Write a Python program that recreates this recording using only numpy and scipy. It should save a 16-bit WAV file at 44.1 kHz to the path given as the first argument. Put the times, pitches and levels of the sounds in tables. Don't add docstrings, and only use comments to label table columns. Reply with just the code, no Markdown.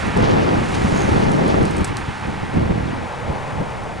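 import sys
import numpy as np
from scipy import signal
from scipy.fft import rfft, irfft
from scipy.io import wavfile
from scipy.ndimage import uniform_filter1d

SR = 44100
rng = np.random.default_rng(int(sys.argv[2]) if len(sys.argv) > 2 else 0)


def bounce(signal):
    frames = np.transpose(np.atleast_2d(signal))
    limited = np.clip(frames, -1, 1)
    pcm = np.round(limited * 32767).astype(np.int16)
    wavfile.write(sys.argv[1], SR, pcm)


N = 176400

# pitch_hz, likeness (0 to 1), left_lead_radians
PORTS_IN_WIND = [(30, 0.73, 0), (100, 0.87, 0), (161.5, 0.097, 0.72), (255, 0.38, -2), (443, 0.63, -2.5),
                 (670, 0.93, -2.5), (1540, 0.81, -3), (2740, 0.77, -2.5)]
PORTS_FROM_ROAD = [(60, 0.46, -1.8), (400, 0.72, -0.54), (930, 0.94, -1.06), (1400, 0.94, -0.91),
                   (2020, 1, -0.85), (2840, 0.9, -0.032)]
# time_s, wind_db, tyres_db
LEFT_BALANCE = [(0.0, 1, -10.5), (0.26, 0.5, -1), (1.55, 1, -9), (1.83, -1, 0), (1.88, 2, -5.5),
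                (2.45, -1.5, -2), (3.4, -3.5, 5.5), (3.75, -2.5, 2), (4.0, 3, 0)]
TREBLE_HZ, TREBLE_LIKENESS = 4200, .9999


def wind(t, gain_db=2.5, flutter_db=2.0, flutter_hz=55):
    # time_s, level_db
    strength = [(0, -31.5), (.08, -21), (.13, -30), (.18, -17), (.38, -16), (.44, -19.5), (.56, -17.5),
                (.67, -25), (.8, -21), (1.04, -20), (1.12, -17.5), (1.22, -18), (1.45, -18), (1.63, -17.5),
                (1.71, -23.5), (1.82, -23), (1.86, -29.5), (1.98, -29), (2.18, -37), (2.27, -27.5),
                (2.38, -30.5), (2.52, -31), (2.56, -19), (2.68, -23), (2.78, -22.5), (2.87, -25.5),
                (3.05, -30), (3.1, -44.5), (3.31, -27), (3.45, -40), (3.6, -27.5), (3.67, -35), (4, -36)]
    # time_s, share (0 to 1)
    rider_wake = [(0, 0.43), (.14, 0.2), (.22, 0.83), (.39, 0.76), (.48, 0.95), (.65, 0.32), (.87, 0.51),
                  (1.02, 0.7), (1.15, 0.81), (1.3, 0.7), (1.5, 0.82), (1.68, 0.57), (1.9, 0.2), (2.5, 0),
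                  (2.63, 0.35), (2.9, 0.18), (4, 0.08)]
    # pitch_hz, level_db
    gust_tone = [(20, -22), (50, -8.5), (80, -18), (140, 0), (290, -0.5), (480, -2.5), (850, -8),
                 (1500, -18), (3000, -30.5), (6000, -41), (12000, -83)]
    breeze_tone = [(20, -7), (45, -8.5), (70, 0), (140, 1), (260, -3.5), (370, -7), (520, -11.5),
                   (850, -24), (1500, -47), (3000, -64), (12000, -89)]
    level_db, = over_time(strength, t)
    gust_share, = over_time(rider_wake, t)
    left_db, _ = over_time(LEFT_BALANCE, t)
    gust = port_noise(gust_tone, PORTS_IN_WIND, pops_per_s=200, pop_share=0.31)
    breeze = port_noise(breeze_tone, PORTS_IN_WIND)
    air = np.sqrt(gust_share) * gust + np.sqrt(1 - gust_share) * breeze
    air *= amp(flutter_db * wander(flutter_hz))
    return pan(even_out(air) * amp(level_db + gain_db), left_db)


def thumps(t, width_s=0.011, gain_db=3):
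    # peak_s, level_db
    hits = [(.174, -20), (0.218, -18.5), (.615, -27), (.85, -19), (.93, -21), (1.125, -21), (1.16, -20),
            (1.268, -25), (1.615, -18), (1.785, -25), (1.814, -19), (1.908, -23.5), (2.095, -25.5),
            (2.285, -24.5), (2.437, -26), (2.573, -18.5), (2.62, -19), (2.707, -16.5), (3.305, -23),
            (3.611, -21)]
    # pitch_hz, level_db
    swirl_tone = [(20, -7), (48, -1), (85, 1), (140, 2), (260, -3), (450, -8.5), (850, -20.5), (2000, -36),
                  (12000, -89)]
    force = sum(amp(db + gain_db) * np.exp(-((t - peak_s) / width_s) ** 2 / 2) for peak_s, db in hits)
    return even_out(port_noise(swirl_tone, PORTS_IN_WIND)) * force


def riders(t, tyre_gain_db=3, hiss_gain_db=1, rattle_gain_db=-11, rattles_per_s=120):
    # time_s, tyres_db, chains_and_spokes_db
    pack = [(0, -31.5, -40), (.1, -31.5, -44), (.5, -32.5, -45), (.75, -33, -40), (1.03, -31.5, -39.5),
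            (1.3, -35, -43.5), (1.6, -35, -45), (1.8, -33.5, -45), (1.92, -34.5, -49.5), (2.1, -35.5, -47),
            (2.65, -37, -49.5), (3.4, -38.5, -49), (4, -41, -50)]
    # pitch_hz, level_db
    tyre_tone = [(100, -12), (600, -7), (900, 1.5), (1400, 0), (1900, -1), (2170, -4), (2400, -3.5),
                 (2900, -8.5), (3400, -12), (5000, -21.5), (11000, -52.5)]
    hiss_tone = [(1000, -7.5), (3000, 4), (4300, 2.5), (6000, 0.5), (7500, -1.5), (8600, -3.5), (10000, -6),
                 (11500, -16)]
    tyres_db, metal_db = over_time(pack, t)
    _, left_db = over_time(LEFT_BALANCE, t)
    tyres = pan(port_noise(tyre_tone, PORTS_FROM_ROAD), left_db)
    grit_db = wander(rate_hz=70)
    tyres *= amp(tyres_db + tyre_gain_db + grit_db)
    link_hits = rng.random(N) < rattles_per_s / SR
    hit_db = 4 * np.minimum(rng.exponential(1, N), 3)
    rattle = amp(rattle_gain_db) * unit(steel_ring(link_hits * amp(hit_db)))
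    hiss = amp(hiss_gain_db) * port_noise(hiss_tone, PORTS_FROM_ROAD)
    return tyres + amp(metal_db) * (hiss + rattle)


def wheel_swishes(t):
    # peak_s, level_db, half_length_s
    wheels = [(0.249, -32, 0.015), (0.312, -33, 0.0085), (0.43, -37, 0.017), (.75, -34, 0.014),
              (1.224, -40.5, 0.042), (1.502, -34.5, 0.017)]
    # pitch_hz, level_db
    swish_tone = [(600, -23), (1500, 4), (3000, 9.5), (4800, 5.5), (7000, -4), (11000, -48)]
    swells = sum(amp(db) / (1 + ((t - peak_s) / half_s) ** 2) for peak_s, db, half_s in wheels)
    return port_noise(swish_tone, PORTS_FROM_ROAD) * swells


def chain_clicks(t, rise_s=0.0018, tail_db=-17, tail_s=0.038, cog_db=-4):
    # peak_s, level_db, fade_s, pitch_hz
    snaps = [(0.172, -37.5, .004, 8400), (0.312, -54, 0.0016, 6300), (.745, -38, 0.0099, 8360),
             (1.317, -36, 0.0037, 9400), (1.479, -37.5, 0.0055, 10300), (1.628, -36, 0.0033, 9200),
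             (1.653, -33.5, 0.0029, 8760), (1.709, -36, .004, 8300), (1.767, -35, 0.0032, 8550),
             (1.782, -37, 0.0025, 8400), (1.81, -43, .003, 8500), (1.8458, -26, 0.004, 8160),
             (1.877, -40.5, 0.0027, 8200), (1.970, -26.5, 0.001, 8860)]
    scrape = unit(steel_ring(rng.standard_normal(N)))
    out = np.zeros(N)
    for peak_s, level_db, fade_s, pitch_hz in snaps:
        age = np.maximum(t - peak_s + rise_s, 0)
        rise = np.minimum(age / rise_s, 1)
        fade = np.exp(-np.maximum(t - peak_s, 0) / fade_s)
        tail = amp(tail_db) * np.exp(-age / tail_s)
        cog = unit(resonate(rng.standard_normal(N), pitch_hz, width_hz=300))
        out += amp(level_db) * rise * (fade + tail) * (scrape + amp(cog_db) * cog)
    return out


def steel_ring(drive):
    # pitch_hz, width_hz, level_db
    rings = [(2200, 1400, -14), (4300, 1400, 10), (6300, 1900, 14), (8400, 1200, 7.5)]
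    ringing = sum(amp(db) * resonate(drive, hz, width_hz) for hz, width_hz, db in rings)
    return unit(ringing) * np.std(drive)


def freewheel(t, pass_s=0.99, half_length_s=0.049, level_db=-38.5, taps_per_s=71):
    hub_hz, slide_hz_per_s, width_hz = 6600, -1400, 600
    age = t - pass_s
    tap_progress = age * taps_per_s % 1
    taps = np.exp(-tap_progress / 0.25) * rng.standard_normal(N)
    pitch_hz = hub_hz + slide_hz_per_s * np.clip(age, -.2, .2)
    ring = resonate(taps, pitch_hz, width_hz)
    ring = resonate(ring, pitch_hz, width_hz)
    return unit(ring) * amp(level_db) / (1 + (age / half_length_s) ** 2)


def far_roar(t):
    # time_s, level_db
    loudness = [(0, -33), (1.8, -50), (2.3, -39.5), (2.9, -34.5), (3.3, -28.5), (3.6, -28), (4, -32)]
    # pitch_hz, level_db
    roar_tone = [(30, -3.5), (120, 3.5), (300, -13.5), (500, -0.5), (680, -4.5), (860, -2.5), (1200, -9),
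                 (1800, -20.5), (4000, -61), (11000, -66)]
    return port_noise(roar_tone, PORTS_FROM_ROAD) * amp(over_time(loudness, t)[0])


def pickup_tread(t):
    # time_s, level_db
    loudness = [(0, -34), (1.2, -31), (1.9, -37), (2.3, -34.5), (2.8, -37), (3.5, -36), (4, -37.5)]
    # pitch_hz, level_db
    tread_tone = [(300, -56), (700, -2.5), (830, 4), (890, 2.5), (970, -3), (1270, -10), (1420, -13),
                  (2150, -9), (2400, -19), (3000, -40)]
    return port_noise(tread_tone, PORTS_FROM_ROAD) * amp(over_time(loudness, t)[0])


def port_noise(tone, ports, pops_per_s=0, pop_share=0):
    hz = np.fft.rfftfreq(N, 1 / SR)
    likeness, left_lead = over_hz(list(ports) + [(TREBLE_HZ, TREBLE_LIKENESS, 0)], hz)
    smooth, pop_sizes = rng.standard_normal((2, 2, N))
    pops = unit(np.tanh(pop_sizes) * (rng.random(N) < pops_per_s / SR))
    left, unrelated = rfft(np.sqrt(1 - pop_share) * smooth + np.sqrt(pop_share) * pops)
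    right = (likeness * left + np.sqrt(1 - likeness ** 2) * unrelated) * np.exp(-1j * left_lead)
    return unit(irfft(np.array([left, right]) * amp(over_hz(tone, hz)[0]), N))


def even_out(air, steadiness=.85):
    power = uniform_filter1d((air ** 2).mean(0), size=1500)
    return unit(air / power ** (steadiness / 2))


def pan(x, left_db):
    hz = np.fft.rfftfreq(N, 1 / SR)
    low = irfft(rfft(x) * np.clip(1 - (hz / TREBLE_HZ) ** 2, 0, 1), N)
    return x + low * (amp(np.array([left_db, -left_db]) / 2) - 1)


def resonate(x, pitch_hz, width_hz):
    spin = np.exp(2j * np.pi * np.cumsum(pitch_hz * np.ones(len(x))) / SR)
    feedback = np.exp(-np.pi * width_hz / SR)
    return 2 * (spin * signal.lfilter([1 - feedback], [1, -feedback], x / spin + 1e-18)).real


def wander(rate_hz):
    hz = np.fft.rfftfreq(N, 1 / SR)
    return unit(irfft(rfft(rng.standard_normal(N)) * np.exp(-(hz / rate_hz) ** 2), N))


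def over_time(table, t):
    time_s, *columns = np.transpose(table)
    return [np.interp(t, time_s, column) for column in columns]


def over_hz(table, hz):
    pitch_hz, *columns = np.transpose(table)
    return [np.interp(np.log(hz + 1), np.log(pitch_hz + 1), column) for column in columns]


def amp(db):
    return 10 ** (np.asarray(db) / 20)


def unit(x):
    return x / np.sqrt(np.mean(x ** 2) + 1e-20)


def scene():
    t = np.arange(N) / SR
    return (wind(t) + riders(t) + wheel_swishes(t) + far_roar(t) + pickup_tread(t)
            + chain_clicks(t) + freewheel(t) + thumps(t))


def record(dry, ceiling=.95, cutoff_hz=11450):
    rounded = dry / (1 + (dry / ceiling) ** 6) ** (1 / 6)
    treble_cut = signal.firwin(511, cutoff_hz, window=("kaiser", 9), fs=SR)
    return signal.oaconvolve(rounded, treble_cut[None], "same")


dry = scene()
out = record(dry)
bounce(out)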